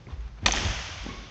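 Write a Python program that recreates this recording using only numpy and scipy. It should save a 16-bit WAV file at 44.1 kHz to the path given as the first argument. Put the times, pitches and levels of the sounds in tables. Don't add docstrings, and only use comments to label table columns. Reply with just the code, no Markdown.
import sys
import numpy as np
from scipy import signal
from scipy.fft import rfft, irfft
from scipy.io import wavfile
from scipy.ndimage import uniform_filter1d

SR = 44100
rng = np.random.default_rng(int(sys.argv[2]) if len(sys.argv) > 2 else 0)


def ratio(d):
    e = np.asarray(d, float) / 20
    return 10 ** e


def store_pcm(level_fs):
    pcm = np.round(np.clip(level_fs, -1, 1) * 32767).astype(np.int16)
    wavfile.write(sys.argv[1], SR, np.atleast_2d(pcm).T)


N = 57330
T = np.arange(N) / SR


def set_rms(x, db):
    return x * ratio(db) / np.sqrt(np.mean(x ** 2))


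def read(table, hz):
    table_hz, value = np.array(table).T
    return np.interp(np.log(hz), np.log(table_hz), value)


def band(x, hz, width_hz):
    return signal.lfilter(*signal.iirpeak(hz, hz / width_hz, SR), x)


def coloured(table):
    hz = np.arange(1, N // 2 + 2) * SR / N
    spectrum = rfft(rng.standard_normal(N)) * ratio(read(table, hz)) * (hz > 25)
    return set_rms(irfft(spectrum, N), 0)


def walk(rate_hz):
    k = int(SR / rate_hz)
    once = uniform_filter1d(rng.standard_normal(N), k)
    return set_rms(uniform_filter1d(once, k), 0)


def ring(start, hz, t60, push):
    t = np.maximum(T - start, 0)
    swell = np.sin(np.pi / 2 * np.minimum(t / push, 1)) ** 2
    decay = ratio(-60 * np.maximum(t - push, 0) / t60)
    return np.sin(2 * np.pi * hz * t) * swell * decay


def delayed(x, s):
    k = int(round(s * SR))
    return np.concatenate([np.zeros(k), x[:N - k]])


def hall_air():
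    # f/Hz, level/dB
    air_tone = [(30, -8.5), (50, -1.5), (120, -1), (260, -16), (1200, -24), (3000, -30), (6000, -33.5),
                (8000, -37.5)]
    air_db, wander_db = -52, 1.0
    return ratio(air_db + wander_db * walk(2.7)) * coloured(air_tone)


def footfalls():
    # t/s, level/dB, boom f/Hz, push/s, t60/s
    steps = [(.0, -49.5, 47.5, 0.075, 0.38), (0.067, -39, 120, 0.0055, 0.28),
             (0.114, -28, 73.5, 0.025, 0.093), (.165, -29, 54.6, 0.036, 0.35),
             (0.237, -33, 54, 0.03, 0.034), (0.306, -38, 52, 0.02, 0.7), (.41, -28, 90, 0.034, 0.18),
             (0.433, -24.5, 50, 0.044, 0.51), (.545, -24.5, 50, 0.038, .15), (.60, -32.5, 93, 0.015, 0.25),
             (0.641, -20.5, 86, .022, .12), (.675, -22.5, 54, 0.026, 0.1), (0.699, -29.5, 112, 0.013, 0.11),
             (.755, -30.5, 60, 0.013, 0.34), (.82, -41, 93.8, 0.018, 0.43), (0.899, -33.5, 88, 0.015, 0.22),
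             (0.951, -34.5, 87, 0.022, 0.23), (0.987, -33, 52, 0.029, 0.58), (1.10, -36, 103, 0.012, 0.14),
             (1.165, -36.5, 50, 0.015, 0.57)]
    return sum(ratio(db) * ring(s, hz, t60, push) for s, db, hz, push, t60 in steps)


def rattles():
    # t/s, level/dB, rise/s, t60/s
    rattling = [
        (0.061, -48, 0.012, 0.64),
        (0.398, -42, 0.06, 1),
        (.50, -41, 0.03, 0.99),
        (0.619, -45.5, 0.014, 0.43),
        (1.016, -46.5, 0.034, 0.78),
        (1.108, -47.5, 0.01, 0.54),
    ]
    hz, width_hz = 220, 304
    shape = 0
    for s, db, rise, t60 in rattling:
        decay = ratio(db - 60 * np.maximum(T - s - rise, 0) / t60)
        shape = shape + decay * np.clip((T - s) / rise, 0, 1)
    wood = band(band(rng.standard_normal(N), hz, width_hz), hz, width_hz)
    return shape * set_rms(wood, 0) * ratio(1.8 * walk(46))


def slaps():
    # t/s, level/dB, f/Hz, t60/s
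    sole_hits = [(0.0683, -41, 2170, 0.0065), (0.07, -44, 323, 0.041), (0.086, -42, 1000, 0.012),
                 (0.1052, -47, 1287, 0.013), (.110, -40, 1000, 0.011), (.1050, -50.5, 3580, 0.013),
                 (.124, -53.5, 3460, 0.014), (.140, -55, 1940, .03), (0.206, -59, 6520, 0.039),
                 (0.429, -32.5, 220, 0.083), (.460, -27.5, 218, 0.054), (.486, -29, 342, 0.079),
                 (0.536, -34.5, 233, 0.07), (0.654, -32, 172.3, 0.13), (.89, -41.5, 305, 0.052),
                 (1.035, -46, 7800, .02), (1.0631, -23, 243, 0.027), (1.0650, -38, 810, .03),
                 (1.0870, -30, 223, 0.0335), (1.089, -36, 448, 0.042)]
    grit_db = -12
    out = 0
    for s, db, hz, t60 in sole_hits:
        burst = rng.standard_normal(N) * (T > s) * ratio(-60 * np.abs(T - s) / t60)
        grit = band(band(burst, hz, hz), hz, hz) * np.sqrt(SR / hz / 4)
        out = out + ratio(db) * (ring(s, hz, t60, 0.0017) + ratio(grit_db) * grit)
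    return out


def hall():
    # f/Hz, t60/s
    hall_t60 = [(100, 2.2), (350, 0.86), (700, 2.08), (1400, 2.32), (2700, 2.23), (4000, 2.62),
                (5500, 2.03), (8000, 1.4)]
    # f/Hz, spectral density/dB
    hall_tone = [(120, -4.5), (400, -3.5), (1200, -5), (3300, -4), (4050, -12), (4600, -9.5), (6300, -6),
                 (8000, -12.5)]
    build_s, early_db, early_s = 0.096, 4.5, 0.029
    hz, t, z = signal.stft(coloured(hall_tone), SR, nperseg=512)
    decay = ratio(-60 * t / read(hall_t60, hz + 1)[:, None])
    tail = signal.istft(z * decay, SR, nperseg=512)[1][:N]
    build = np.minimum(T / build_s, 1) ** 2.73
    early = ratio(early_db) * np.exp(-T / early_s) * np.minimum(T / 0.0048, 1)
    return tail * (build + early)


def scuffs():
    # t/s, length/s, level/dB
    slides = [
        (0.074, 0.089, -54.5),
        (0.116, 0.25, -57),
        (0.339, 0.097, -58),
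        (0.409, 0.11, -47.5),
        (1.064, 0.089, -50),
        (1.215, 0.048, -57),
    ]
    hz, width_hz = 1000, 1800
    shape = sum(ratio(db) * np.sin(np.pi * np.clip((T - s) / length, 0, 1)) for s, length, db in slides)
    grains = band(band(rng.standard_normal(N), hz, width_hz), hz, 2 * width_hz)
    return shape * set_rms(grains, 0) * ratio(2 * walk(150))


def racket():
    # f/Hz, level/dB, t60/s
    modes = [(596, -5.5, 0.022), (953, -5.5, 0.023), (1206, -1, 0.016), (1860, -7.5, .016), (2510, -1, .02),
             (3070, -9, 0.02), (3626, -5.5, 0.019), (4290, -3, .025), (5770, -3, 0.027), (6180, -10, 0.019),
             (6860, -10, 0.014), (7460, -5, .012)]
    hit_db, crack_db, crack_t60_s, contact_s = -6.5, -3, 0.023, .0007
    lag = rng.random(len(modes)) * contact_s
    rung = sum(ratio(db) * ring(s, hz, t60, 0.00026) for s, (hz, db, t60) in zip(lag, modes))
    crack = band(rng.standard_normal(N) * ratio(-60 * T / crack_t60_s), 3360, 5900)
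    return ratio(hit_db) * (rung / 2 + ratio(crack_db) * crack)


def echoes(hit):
    # t/s, peak level/dB, favoured f/Hz, width/Hz
    reflections = [(.4634, -3.5, 2630, 5100), (.4650, -16, 5600, 1700), (.4836, -14.5, 3100, 1460),
                   (0.48, -22.5, 4500, 480), (.4835, -21, 705, 88), (.4830, -25.5, 1030, 98),
                   (.4825, -23, 1580, 117), (0.51, -20, 2210, 3000), (0.48, -33, 5240, 800),
                   (.5213, -13.5, 6250, 490), (0.5204, -17.5, 6700, 9000), (.5283, -23.5, 3000, 1200),
                   (0.5364, -16.5, 3000, 7000), (.5360, -21.5, 763, 248), (.5485, -22.5, 3600, 770),
                   (.5618, -19.5, 2840, 1300), (.5622, -22, 6900, 900), (0.51, -21.5, 2200, 2500),
                   (.5725, -19.5, 1750, 600), (.5830, -19, 2800, 3500), (.6520, -19.5, 2800, 2500),
                   (0.79, -26.5, 1530, 470)]
    crack = hit * ratio(-60 * T / .016)
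    out = 0
    for s, db, hz, width_hz in reflections:
        tinted = band(band(crack, hz, width_hz), hz, width_hz)
        out = out + ratio(db) * delayed(tinted / np.abs(tinted).max(), s)
    return out


def squeaks():
    # t/s, length/s, f/Hz, level/dB
    chirps = [
        (.92, .04, 1195, -51),
        (.97, .03, 1180, -53),
        (1.083, .055, 1112, -46),
        (1.135, .03, 1100, -48),
        (1.163, .035, 1115, -46),
        (1.2, .07, 1102, -52),
    ]
    sag, wobble = .01, .007
    fade_db, patchy_db, octave_db = 3, 2.5, -3
    octave = ratio(octave_db - 25 * np.clip(T - 1.09, 0, 1))
    out = 0
    for s, length, hz, db in chirps:
        u = np.clip((T - s) / length, 0, 1)
        pitch = hz * (1 - sag * u + wobble * walk(60))
        phase = 2 * np.pi * np.cumsum(pitch) / SR
        edges = np.minimum(u / 0.099, 1) * np.minimum((1 - u) / 0.18, 1)
        shape = edges * ratio(db - fade_db * u + patchy_db * walk(76))
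        out = out + shape * (np.sin(phase) + octave * np.sin(2 * phase))
    return out


def scene():
    hit_s, tail_db, slap_wet_db = .4601, -25, -16.5
    hit, room, soles = racket(), hall(), slaps()
    wet_soles = signal.fftconvolve(soles, room)[:N] * ratio(slap_wet_db) / np.sqrt(np.sum(room ** 2))
    feet = footfalls() + rattles() + soles + wet_soles + scuffs() + squeaks()
    strike = delayed(hit, hit_s) + echoes(hit) + ratio(tail_db) * delayed(room, hit_s)
    return (hall_air() + feet + strike)[None]


def top_cut(x):
    return signal.sosfilt(signal.butter(12, 8740, fs=SR, output="sos"), x)


def record(dry):
    limit, roll_hz, shelf_db, top_hz = .9, 6840, -8.5, 8250
    hz = np.arange(N // 2 + 1) * SR / N
    shelf = ratio(shelf_db / (1 + (roll_hz / (hz + 1)) ** 40))
    rounded = limit * np.tanh(dry / limit)
    x = irfft(rfft(rounded) * shelf, N)
    x = signal.sosfilt(signal.cheby2(14, 62, top_hz + 500, fs=SR, output="sos"), x)
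    return top_cut(x)


dry = scene()
out = record(dry)
store_pcm(out)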